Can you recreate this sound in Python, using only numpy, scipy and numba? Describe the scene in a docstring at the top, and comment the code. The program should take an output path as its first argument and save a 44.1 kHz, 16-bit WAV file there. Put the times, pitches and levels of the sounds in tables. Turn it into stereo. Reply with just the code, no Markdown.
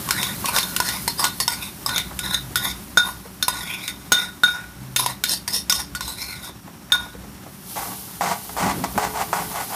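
"""A quiet kitchen rumbles while fruit puree sizzles at its edge in a hot pan. At once a steel spoon begins
to scrape thick puree out of a hand-held bowl: impacts on wall and rim ring the modes of bowl and spoon,
and stick-slip friction rasps and squeaks. The sizzle recedes, and from 2 s on soft plops are heard.
From 7.7 s the spoon knocks and stirs along the pan's bottom, the pan rocks on its stand and the sizzle
grows again."""
import sys
import numpy as np
from scipy import signal
from scipy.fft import rfft, irfft, next_fast_len
from scipy.io import wavfile
from numba import njit

SR = 44100
rng = np.random.default_rng(int(sys.argv[2]) if len(sys.argv) > 2 else 0)


def to_wav(s):
    """Save 16-bit WAV."""
    ch = np.atleast_2d(s).T  # columns
    pcm = np.round(np.clip(ch, -1, 1) * 32767)  # PCM
    wavfile.write(sys.argv[1], SR, pcm.astype(np.int16))


N = 429975

# Impacts of spoon on bowl, levels relative within each column: start_s, crack_db, bowl_low_db,
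# bowl_high_db, spoon_low_db, spoon_high_db, ring_share (of the free decay time), chatter_db
KNOCKS = [(.076, -27, -49, -55, -31, -35, .42, -40), (.089, -7, -40, -34, -25.5, -19, .47, -33),
          (.108, 5, -18, -40, -30.5, -19, .2, -22), (.23, .5, -36, -28, -30, -32, .48, -27),
          (.268, -15, -34, -30, -29, -31, .46, -32), (.444, -28, -45, -51, -22, -35, .6, -36),
          (.457, 0, -37, -45, -46, -10, .45, -30), (.487, -15, -39, -41, -20.5, -13, .44, -25),
          (.548, -23, -25, -39, -51, -27, .34, -30), (.563, -4, -35, -21, -25, -6, .2, -22),
          (.585, 4, -43, -35, -24, -18, .43, -24), (.63, -7, -33, -22, -36, -30, .33, -30),
          (.764, 1.5, -18, -40, -32, -5, .21, -26), (.802, 0, -21, -25, -18.5, -4.5, .33, -28),
          (.888, -2, -44, -31, -29, -21, .6, -27), (1.078, -4.5, -51, -39, -22, -5, .36, -16),
          (1.195, -12, -37, -39, -22.5, -14, .71, -21), (1.242, 5, -18, -18, -20, -20, .39, -22),
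          (1.402, -3.5, -51, -36, -26.5, -3, .38, -17), (1.479, 0, -20.5, -24, -23, .5, .35, -22),
          (1.862, -13, -51, -46, -24.5, 2, .54, -21), (1.892, -8, -33, -33, -35, -18, .77, -32),
          (1.961, -20, -23, -15, -47, -26, .21, -30), (1.98, 3, -37, -34, -52, -25, .31, -28),
          (2.191, -5, -27.5, -33, -51, -11, .43, -25), (2.345, -12, -33, -18, -32, -35, .37, -28),
          (2.557, -.5, -18, -24, -40, -10, .55, -13.5), (2.973, -16, -5.5, -11, -27, -24, .65, -17),
          (3.426, -5, -26, -18.5, -46, -12, .35, -24), (3.482, -3.5, -28.5, -24.5, -18.5, -.5, .82, -21),
          (3.879, -6, -37, -26.5, -54, -34, .43, -30), (4.12, 5, -11, -9, -25, -21, .85, -12),
          (4.435, -3, -10.5, -13, -40, -24, .78, -19), (4.962, 5.5, -22, -18, -41, -1, .26, -17),
          (4.995, -6, -39, -29, -23.5, -14, .71, -26), (5.062, -3, -34, -30, -19, -8.5, .34, -19.5),
          (5.238, 5, -20.5, -16.5, -45, -12, .38, -20), (5.294, -17, -47, -31, -45, -7, .7, -23),
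          (5.478, -9, -41, -34, -33, -8, .6, -17), (5.534, -25, -50, -42, -46, -10, .49, -24),
          (5.697, -2.5, -20.5, -13, -37, -2, .24, -13), (5.724, -2, -45, -38, -22, 0, .36, -22),
          (5.95, -8, -19, -32, -44, -23, .28, -23), (6.008, -11, -30, -29, -30, -16, .33, -26),
          (6.921, -22, -13, -12, -27, -28, .62, -20)]
# Modes of the free bowl, some in close pairs that beat: pitch_hz, level_db, t60_s, family (0 low, 1 high)
BOWL_MODES = [(1444, -1, 0.4, 0), (1470, -2, 0.19, 0), (2250, -12, 0.046, 0), (3650, 8, 0.16, 1),
              (3695, -0.5, 0.41, 1), (4296, -10, .12, 1), (6500, 0, 0.11, 1), (7224, -73, 0.089, 1),
              (9400, -36, .08, 1), (10800, -29, .1, 1)]
# Modes of the spoon, damped by puree: pitch_hz, level_db, t60_s, family (0 low, 1 high)
SPOON_MODES = [(1039, 7, 0.039, 0), (860, -30.5, 0.12, 0), (4910, -13, 0.016, 1), (5280, -7.5, 0.027, 1),
               (6460, -25, 0.033, 1), (8400, -23, 0.045, 1), (8450, -27.5, 0.08, 1),
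               (10600, -8.5, 0.019, 1), (12600, -35, .02, 1), (12570, -8.5, 0.018, 1)]


def from_db(db):
    """Amplitude ratio of a level in decibels."""
    return 10 ** (np.asarray(db) / 20)


def rms_one(x):
    """Normalisation to unit rms."""
    return x / np.sqrt(np.mean(x ** 2) + 1e-20)


def white_noise():
    """Gaussian noise with a flat spectrum."""
    return rng.standard_normal(N)


def in_time(rows):
    """Linear interpolation of (time_s, values...) rows, one curve per value."""
    time_s, *columns = np.transpose(rows)
    return [np.interp(np.arange(N) / SR, time_s, column) for column in columns]


def in_frequency(rows):
    """Interpolation of (frequency_hz, value) rows at every FFT bin, on a logarithmic axis."""
    hz, values = np.transpose(rows)
    return np.interp(np.log(np.fft.rfftfreq(N, 1 / SR) + 1), np.log(hz + 1), values)


def coloured(x, spectrum):
    """Filtering by a spectral envelope; unit rms."""
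    return rms_one(irfft(rfft(x) * from_db(in_frequency(spectrum)), N))


def drift(rate_hz):
    """Slow random modulation: low-passed noise of unit rms."""
    step, settling = 40, 2000
    r = np.exp(-2 * np.pi * rate_hz * step / SR)
    slow = signal.lfilter([1], [1, -2 * r, r * r], rng.standard_normal(N // step + settling + 2))
    slow = rms_one(slow[settling:])
    return np.interp(np.arange(N) / step, np.arange(len(slow)), slow)


def resonance(x, hz, width_hz):
    """Forced response of a damped oscillator, with unit gain at its peak."""
    r = np.exp(-np.pi * width_hz / SR)
    poles = [1, -2 * r * np.cos(2 * np.pi * hz / SR), r * r]
    return signal.lfilter(np.array([1, 0, -1]) * (1 - r * r) / 2, poles, x)


@njit
def moving_resonance(x, hz, width_hz):
    """Forced response of a damped oscillator whose natural frequency varies."""
    r = np.exp(-np.pi * width_hz / SR)
    y = np.zeros(len(x))
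    for i in range(2, len(x)):
        drive = (1 - r * r) / 2 * (x[i] - x[i - 2])
        y[i] = drive + 2 * r * np.cos(2 * np.pi * hz[i] / SR) * y[i - 1] - r * r * y[i - 2]
    return y


def grains(per_s, spread_db):
    """Shot noise: randomly timed impulses of uneven size; unit rms."""
    sizes = from_db(spread_db * np.minimum(rng.exponential(1, N), 5)) * rng.choice([-1, 1], N)
    return rms_one(sizes * (rng.random(N) < per_s / SR)) + 1e-9


def swells(onset_s, rise_s, hold_s, fall_s, levels_db):
    """Exponential envelopes, one per list of levels; where events overlap the loudest prevails."""
    climb_db, drop_db = 12.5, 20  # over rise_s before the onset, and per fall_s after the hold
    t, out = np.arange(N) / SR, np.zeros((len(levels_db), N))
    gains = from_db(levels_db)
    for k, (onset, rise, hold, fall) in enumerate(np.broadcast(onset_s, rise_s, hold_s, fall_s)):
        span = slice(max(round((onset - rise) * SR), 0), round((onset + hold + 3 * fall) * SR))
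        age_s = t[span] - onset
        shape_db = climb_db * np.minimum(age_s, 0) / max(rise, 1e-3)
        shape_db -= drop_db * np.maximum(age_s - hold, 0) / max(fall, 1e-3)
        out[:, span] = np.maximum(out[:, span], gains[:, k, None] * from_db(shape_db))
    return out


def two_sided(make, correlation=.44):
    """Partial coherence: a broad source arrives left and right partly alike, partly unrelated."""
    mid, side = make(), make()
    return np.sqrt((1 + correlation) / 2) * mid + np.sqrt((1 - correlation) / 2) * side * [[1], [-1]]


def diffuse(pair, spectrum):
    """A diffuse field: two independent noises mix to a coherence that depends on frequency."""
    # Likeness of left and right: frequency_hz, correlation
    coherence = [(60, 0.95), (180, 1), (550, 0.59), (1650, -0.041), (4970, -0.2), (15000, 0.36)]
    alike = in_frequency(coherence)
    mid, side = rfft(pair)
    mixed = np.sqrt(1 + alike) * mid + np.sqrt(1 - alike) * side * [[1], [-1]]
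    return coloured(irfft(mixed, N), spectrum)


def placed(x, balance, lag_s):
    """Localisation by level and time differences: the right side hears a near source later."""
    hz = np.fft.rfftfreq(N, 1 / SR) + 1
    half = from_db(in_frequency(balance) / 2) * np.exp(1j * np.pi * hz * lag_s)
    return irfft(rfft(x) * np.array([half, 1 / half]), N)


def room_tone():
    """Modulated broadband noise rumbles, narrowband noise hums, and a low tone swells twice."""
    # Spectral density of the rumble: frequency_hz, level_db
    spectrum = [(15, -54), (25, -38), (54, -12.5), (112, 1), (151, -0.5), (188, 4), (259, -6), (414, -7.5),
                (457, -25), (543, -11), (678, -15.5), (730, -11), (1350, -11.5), (2380, -16.5), (9000, -24),
                (11700, -67), (19800, -120)]
    # Course of the rumble and the deepest hum: time_s, rumble_db, deep_db
    levels = [(0, -32, -46), (1.0, -35.5, -48), (1.7, -38.5, -49), (2.05, -37.5, -42), (2.66, -37.5, -40),
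              (3.3, -42, -52), (3.6, -39.5, -44), (4.3, -42.5, -53), (4.7, -41.5, -47), (5.4, -41, -50),
              (5.7, -42, -42), (6.4, -41.5, -45), (6.7, -44, -58), (7.0, -42, -44), (7.7, -41, -53),
              (8.45, -42.5, -52), (8.7, -38, -38), (9.75, -40, -54)]
    # Steady hums: pitch_hz, width_hz, level_db
    drones = [(187, 12, -51.5), (288.2, 6.7, -54.5), (5570, 180, -60)]
    # Swells of the low tone: onset_s, rise_s, hold_s, fall_s, level_db, pitch_hz
    tone_swells = [(2.38, .22, .25, .03, -41, 128.5), (4.81, .04, .25, .18, -38, 128.5)]
    sag_hz_per_s = 9
    rumble_db, deep_db = in_time(levels)
    out = from_db(rumble_db + 1.5 * drift(19)) * diffuse(rng.standard_normal((2, N)), spectrum)
    out += from_db(deep_db) * rms_one(resonance(white_noise(), hz=60.8, width_hz=8.1))
    for hz, width_hz, level_db in drones:
        out += from_db(level_db) * rms_one(resonance(white_noise(), hz, width_hz))
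    for onset_s, rise_s, hold_s, fall_s, level_db, hz in tone_swells:
        t = np.arange(N) / SR - onset_s - hold_s / 2
        tone = np.sqrt(2) * np.sin(2 * np.pi * (hz - sag_hz_per_s * t / 2) * t)
        out += swells([onset_s], rise_s, hold_s, fall_s, [[level_db]]) * tone
    return out


def sizzle():
    """Fine bubbles burst all round the puree's hot edge and add up to shot noise."""
    # Course of the sizzle: time_s, level_db
    levels = [(0, -32), (.78, -32), (1.8, -40), (2.9, -41.5), (3.3, -44.5), (4.8, -47), (6.7, -50),
              (7.3, -48), (7.6, -44.5), (7.7, -34.5), (7.85, -31), (8.15, -37.5), (8.45, -34.5), (8.8, -36),
              (9.3, -34), (9.5, -32), (9.75, -32.5)]
    # Spectral density of the bursts: frequency_hz, level_db
    spectrum = [(1180, -28), (2000, -22), (2300, -2), (2500, -12.5), (2780, -1.5), (3000, -2.5), (5130, 1),
                (7580, -2.5), (10100, 4), (14900, 2), (15800, -49.5)]
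    bursts = np.array([grains(per_s=12000, spread_db=1.5) for side in range(2)])
    flutter = from_db(.8 * drift(12))
    return from_db(in_time(levels)[0]) * flutter * diffuse(bursts, spectrum)


def knocks():
    """Each impact cracks and sets bowl and spoon in free vibration; fingers and puree damp the bowl."""
    # Spectral density of the contact noise: frequency_hz, level_db
    crack_spectrum = [(300, -34), (700, -24.5), (1500, -4), (3000, 2.5), (5000, 0.5), (9000, -3),
                      (15000, -4.5)]
    ringing, cracks, t = np.zeros((2, N + SR)), np.zeros(N + SR), np.arange(SR // 3) / SR
    bowl, spoon = np.array(BOWL_MODES), np.array(SPOON_MODES)
    mode_hz, mode_db, _, _ = np.r_[bowl, spoon].T
    family = np.r_[bowl[:, 3], 2 + spoon[:, 3]].astype(int)  # index into a knock's four modal levels
    # grip and load detune the spoon from blow to blow, the bowl hardly
    detune = np.r_[np.full(len(bowl), .002), np.full(len(spoon), .05)]
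    for start_s, crack_db, *family_db, ring_share, _ in KNOCKS:
        level_scatter, pitch_scatter, phase_scatter, polarity = rng.normal(0, 1, (len(mode_hz), 4)).T
        level_db = mode_db + np.array(family_db)[family] + 1.5 * level_scatter
        hz = mode_hz * (1 + detune * pitch_scatter)
        t60_s = np.r_[bowl[:, 2] * ring_share, spoon[:, 2]]
        modes = from_db(-60 * t / t60_s[:, None]) * np.exp(2j * np.pi * hz[:, None] * t)
        # the tilted bowl radiates each mode left and right with its own phase, more so in the treble
        turn = np.exp(.5j * phase_scatter * np.minimum(hz / 3000, 1.3))
        gains = np.sign(polarity) * from_db(level_db) * np.array([turn, 1 / turn])
        ringing[:, round(start_s * SR):][:, :len(t)] += (gains @ modes).imag
        snap = from_db(crack_db - 11 - 60 * t / .021)
        rattle = from_db(crack_db - 26 - 60 * t / (.22 * ring_share))
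        cracks[round(start_s * SR):][:len(t)] += snap + rattle
    return ringing[:, :N] + cracks[:N] * coloured(two_sided(white_noise), crack_spectrum)


def bowl_contact():
    """Friction follows each rub and the chatter after each knock: five gains and two squeak pitches."""
    # Rubs along the bowl, squeak levels relative to the rasp: onset_s, rise_s, fall_s, rasp_db,
    # spoon_drag_db, bowl_hum_db, low_squeak_hz, low_squeak_db, mid_squeak_hz, mid_squeak_db
    rubs = [(.15, .04, .2, -28.5, -38, -31, 1530, 0, 4190, -4),
            (.225, .07, .13, -26.5, -30, -32, 2260, -8, 3640, 1),
            (.295, .05, .09, -33.5, -35, -43, 1940, -2, 3660, -9),
            (.485, .04, .04, -22.5, -30.5, -41, 2500, -4, 4500, -8),
            (.563, .04, .13, -19, -26.5, -22.5, 1620, -14, 3870, -6),
            (.861, .06, .14, -24, -40, -35, 1650, -8, 4420, -6),
            (.947, .08, .11, -31.5, -38, -46, 2090, -4, 3720, -8),
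            (1.205, .03, .13, -24, -32, -48, 1800, -11, 5100, 0),
            (1.255, .04, .033, -18, -23, -36, 1880, -17, 3760, -6),
            (1.513, .03, .12, -25.5, -36, -31, 1890, -9, 5000, -10),
            (1.64, .05, .06, -30, -37.5, -47, 2460, -3, 3650, -1.5),
            (1.903, .03, .15, -33, -35, -29, 1700, -15, 3900, -8),
            (1.965, .07, .09, -29.5, -45, -33, 2280, -4, 3600, 5),
            (2.33, .1, .055, -25, -33, -33, 1600, -5, 3780, 3),
            (2.645, .05, .1, -25, -29, -33, 1840, -6.5, 3700, -2),
            (2.69, .05, .045, -25.5, -46, -37, 2120, -10, 3700, -1),
            (3.07, .08, .085, -29.5, -31, -40, 1560, -29, 3770, -19),
            (3.25, .05, .04, -47, -43, -54, 1840, -8, 4420, -8),
            (3.56, .06, .4, -30, -32, -35, 1800, -8, 3900, -4),
            (3.72, .1, .07, -32, -37, -43, 2300, 5, 3300, 2),
            (3.83, .09, .09, -35, -50, -48, 2230, 0, 3700, 1),
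            (3.884, .02, .04, -30, -41, -37, 2140, -3, 3800, -3),
            (4.205, .07, .075, -27, -31, -24, 1900, -4, 3650, -1),
            (4.476, .03, .2, -33.5, -36, -25, 1550, -7, 3620, -3),
            (5.004, .03, .12, -25, -31, -47, 2340, -18, 3790, -10),
            (5.09, .03, .07, -29, -30, -36, 1800, -9, 3800, -4),
            (5.32, .05, .055, -19, -45, -45, 1760, -19, 4300, -7),
            (5.555, .05, .048, -18, -38, -47, 1880, -20, 5260, -5),
            (5.755, .03, .08, -21, -43, -45, 2130, -30, 5200, -4),
            (5.8, .05, .038, -24.5, -33.5, -39, 1800, -12, 5440, -6),
            (6.085, .06, .13, -28, -39, -42, 2000, -18, 3900, -2),
            (6.215, .05, .08, -29, -43, -43, 2200, -6, 4100, -1),
            (6.291, .07, .2, -33, -42, -40, 2230, -4, 4140, -2),
            (6.46, .1, .045, -34, -43, -44, 1930, -14, 3600, -2),
            (6.946, .015, .2, -36, -33, -33, 1530, -15, 3630, 0)]
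    onset_s, rise_s, fall_s, rasp_db, drag_db, hum_db, low_hz, low_db, mid_hz, mid_db = np.transpose(rubs)
    rub_levels = [drag_db, hum_db, rasp_db, rasp_db + low_db, rasp_db + mid_db]
    rubbing = swells(onset_s, rise_s, .2 * rise_s, fall_s, rub_levels)
    knock_s, _, bowl_db, _, spoon_db, _, _, chatter_db = np.transpose(KNOCKS)
    chatter_levels = [spoon_db - 7, bowl_db - 9, chatter_db, chatter_db - 11, chatter_db - 3]
    chatter = swells(knock_s, rise_s=0, hold_s=0, fall_s=.037, levels_db=chatter_levels)
    return np.maximum(rubbing, chatter), in_time(np.transpose([onset_s, low_hz, mid_hz]))


def bowl_scrape():
    """Stick-slip friction of the spoon's edge on the glaze drives damped modes and three squeaks."""
    # Spectral density of the rasp: frequency_hz, level_db
    rasp_spectrum = [(880, 1), (1500, -52), (2240, -38), (2520, 5.5), (3760, 6), (4350, 11), (5400, 1.5),
                     (7090, 3.5), (8790, 2.5), (13800, 5), (15500, -21)]
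    (drag_gain, hum_gain, rasp_gain, low_gain, mid_gain), (low_hz, mid_hz) = bowl_contact()
    slips = two_sided(lambda: grains(per_s=6000, spread_db=3)) * from_db(2.5 * drift(40))

    def ringing(modes, family):
        """Contact damping widens every mode, and each comes and goes as the contact point moves."""
        flickers_db = [4 * drift(9) for mode in modes]
        return rms_one(sum(from_db(db + flicker_db) * rms_one(resonance(slips, hz, 8.4 / t60_s))
                           for (hz, db, t60_s, member), flicker_db in zip(modes, flickers_db)
                           if member == family))

    def squeak(hz, width_hz):
        """Two resonators in cascade make a steep peak that wavers about a gliding pitch."""
        hz = hz * (1 + .03 * drift(25))
        once = [moving_resonance(side, hz, width_hz) for side in slips]
        return rms_one(np.array([moving_resonance(side, hz, width_hz) for side in once]))

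    rasp = from_db(-12) * ringing(BOWL_MODES, family=1)
    rasp += from_db(-2.5) * ringing(SPOON_MODES, family=1)
    rasp += from_db(-5.5) * coloured(slips, rasp_spectrum)
    rasp += from_db(-12) * squeak(hz=9400 * (1 + .05 * drift(4)), width_hz=2000)
    squeaks = low_gain * squeak(low_hz, width_hz=520) + mid_gain * squeak(mid_hz, width_hz=400)
    drag = drag_gain * ringing(SPOON_MODES, family=0)
    hum = hum_gain * ringing(BOWL_MODES, family=0)
    return drag + hum + rasp_gain * rasp + squeaks


def plops():
    """Soft impacts of puree and fingers: each is a puff of noise in one heavily damped resonance."""
    # Soft impacts: start_s, relative_level_db, centre_hz
    impacts = [(2.108, -22, 807), (2.504, -25, 345), (3.253, -25, 288), (4.589, -35, 1460),
               (4.634, -30, 1460), (6.074, -30, 288), (6.49, -23, 339), (6.675, -27, 810),
               (6.898, -25.5, 1470), (7.058, -26, 799), (7.147, -27.5, 395), (7.237, -26.5, 543),
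               (7.299, -35, 339), (7.46, -26, 541)]
    attack_s, t60_s = .0033, .07
    out, t = np.zeros(N), np.arange(SR // 10) / SR
    envelope = (1 - np.exp(-t / attack_s)) * from_db(-60 * t / t60_s)
    for start_s, level_db, hz in impacts:
        puff = rms_one(resonance(rng.standard_normal(len(t)), hz, width_hz=.6 * hz))
        out[round(start_s * SR):][:len(t)] += from_db(level_db - 6) * envelope * puff
    return out


def stirring():
    """Friction and impacts force the puree-damped pan; returns the scraping and the pan's low sounds."""
    # Strokes on the pan's bottom: onset_s, rise_s, hold_s, fall_s, level_db
    strokes = [(7.72, .05, .45, .1, -51), (8.38, .05, 1.4, .1, -44), (7.759, .002, .06, .14, -29),
               (7.923, .06, .01, .045, -35), (8.21, .002, .12, .05, -23), (8.493, .002, .003, .025, -28),
               (8.575, .008, .135, .048, -24), (8.84, .002, .003, .03, -21), (8.978, .002, .065, .14, -23),
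               (9.175, .07, .05, .03, -24.5), (9.33, .002, .06, .1, -25.5), (9.565, .06, .04, .05, -25),
               (9.745, .06, .01, .05, -26.5)]
    # Impacts of spoon on pan, levels relative within each column: start_s, hit_db, thud_db, ring_db
    hits = [(7.759, -21, -40, -47), (8.210, -4, -35, -45), (8.493, -26, -39, -50), (8.567, -13, -37, -44),
            (8.629, -20, -23, -48), (8.840, -10, -32, -50), (8.957, -30, -27, -42), (8.978, 0, -29, -38),
            (9.330, -7, -35, -37)]
    # Broad modes of the pan: pitch_hz, width_hz, level_db
    pan_modes = [(720, 60, -4), (810, 80, 1.5), (930, 70, -4), (1135, 70, -6), (1460, 80, -10),
                 (1980, 120, -11)]
    # Spectral density of the friction noise: frequency_hz, level_db
    friction_spectrum = [(240, -32), (400, -13), (640, -13.5), (810, -3.5), (1000, -4), (1600, -11),
                         (2600, -14), (3900, -14), (5000, -13.5), (9000, -17.5), (15500, -25)]
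    *timing, stroke_db = np.transpose(strokes)
    stroke_gain, = swells(*timing, [stroke_db])
    slips = two_sided(lambda: grains(per_s=7000, spread_db=2.5)) * from_db(2 * drift(30))
    slaps, ticks, thuds, strikes = np.zeros((4, N))
    t, slap_t60_s = np.arange(SR // 4) / SR, .045
    for start_s, hit_db, thud_db, ring_db in hits:
        start = round(start_s * SR)
        slaps[start:][:len(t)] += from_db(hit_db - 60 * t / slap_t60_s)
        ticks[start] += from_db(hit_db + 26)
        thuds[start] += from_db(thud_db + 30)
        strikes[start] += from_db(ring_db)
    force = stroke_gain * from_db(14.5) * slips + ticks
    modes = sum(resonance(force, hz, width_hz) * from_db(db) * np.sqrt(80 / width_hz)
                for hz, width_hz, db in pan_modes)
    friction = from_db(-3) * stroke_gain * coloured(slips, friction_spectrum)
    low_sounds = pan_ring(strikes) + pan_rocking(thuds)
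    # the wet slap of each touch: a dying puff in the pan's broad middle range
    puff = two_sided(white_noise)
    middle = rms_one(resonance(resonance(puff, hz=950, width_hz=700), hz=950, width_hz=700))
    smack = slaps * (from_db(-8) * middle + from_db(-20) * puff)
    return modes + friction + smack, low_sounds


def pan_ring(strikes, hz=428, t60_s=1.8):
    """Free decay: one lightly damped mode of the pan rings on after each strike."""
    r, angle = from_db(-60 / (t60_s * SR)), 2 * np.pi * hz / SR
    return signal.lfilter([0, np.sin(angle)], [1, -2 * r * np.cos(angle), r * r], strikes + 1e-18)


def pan_rocking(thuds):
    """Forced vibration: thuds and lurches drive the low resonances of the pan on its stand."""
    # Lurches of the pan: onset_s, rise_s, hold_s, fall_s, rocking_db, hum_db
    lurches = [(7.85, .1, .05, .1, -43, -46), (8.272, .06, .01, .15, -49, -31),
               (8.637, .04, .03, .15, -29, -27), (8.755, .04, .08, .1, -32, -31),
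               (8.965, .03, .005, .04, -32, -27), (9.03, .05, .06, .15, -41, -38),
               (9.38, .06, .1, .2, -45, -38)]
    # Modes of the rocking pan: pitch_hz, width_hz, level_db
    rocking_modes = [(64, 10, -15.5), (120, 26, 5), (167.6, 86, -0.5), (263, 70, 5), (445, 56, -19)]
    *timing, rocking_db, hum_db = np.transpose(lurches)
    rocking_gain, hum_gain = swells(*timing, [rocking_db, hum_db])
    force = thuds + rocking_gain * from_db(14.5) * white_noise()
    rocking = sum(from_db(db) * resonance(force, hz, width_hz) for hz, width_hz, db in rocking_modes)
    return rocking + hum_gain * rms_one(resonance(white_noise(), hz=184, width_hz=15))


def kitchen_reverberation(x, t60_s=.2, wall_cutoff_hz=13700):
    """Repeated reflection: eight echo loops a side, each round weaker and duller by wall absorption."""
    size = next_fast_len(N + SR)
    hz = np.fft.rfftfreq(size, 1 / SR)
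    wall_gain = 1 / np.sqrt(1 + (hz / wall_cutoff_hz) ** 2)
    delays_s = np.floor(rng.uniform(.006, .03, 16) * SR) / SR
    response = np.zeros((2, len(hz)), complex)
    for k, delay_s in enumerate(delays_s):
        loop = from_db(-60 * delay_s / t60_s) * wall_gain * np.exp(-2j * np.pi * hz * delay_s)
        response[k % 2] += loop / (1 - loop) * (-1) ** (k // 2)
    return irfft(response * rfft(x, size), size)[:, :N]


def scene():
    """Superposition of direct sound from bowl and pan, its reverberation, the sizzle and the room."""
    # Stereo balance of the bowl: frequency_hz, left_minus_right_db
    bowl_balance = [(500, -0.5), (1000, 8), (1460, -4.5), (2200, 4.5), (3700, 3), (5500, 0), (9000, 2),
                    (15000, -0.8)]
    # Stereo balance of the pan: frequency_hz, left_minus_right_db
    pan_balance = [(500, -1), (1000, 4), (2000, -2), (5000, -0.3), (15000, -3)]
    bowl = knocks() + bowl_scrape() + plops()
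    pan, pan_lows = stirring()
    direct = placed(bowl, bowl_balance, lag_s=.00012) + placed(pan, pan_balance, lag_s=.00013) + pan_lows
    reverberation = from_db(-12.5) * kitchen_reverberation((bowl + pan).mean(axis=0))
    return direct + reverberation + sizzle() + room_tone()


def record(dry):
    """Band limiting and clipping: deep bass rolls off, the hardest knocks overload, the top is cut."""
    low_cut = signal.butter(2, 45, "high", fs=SR, output="sos")
    high_cut = signal.cheby2(16, 80, 16200, fs=SR, output="sos")
    clipped = np.clip(signal.sosfilt(low_cut, dry), -1, 1)
    return signal.sosfilt(high_cut, clipped)


dry = scene()
out = record(dry)
to_wav(out)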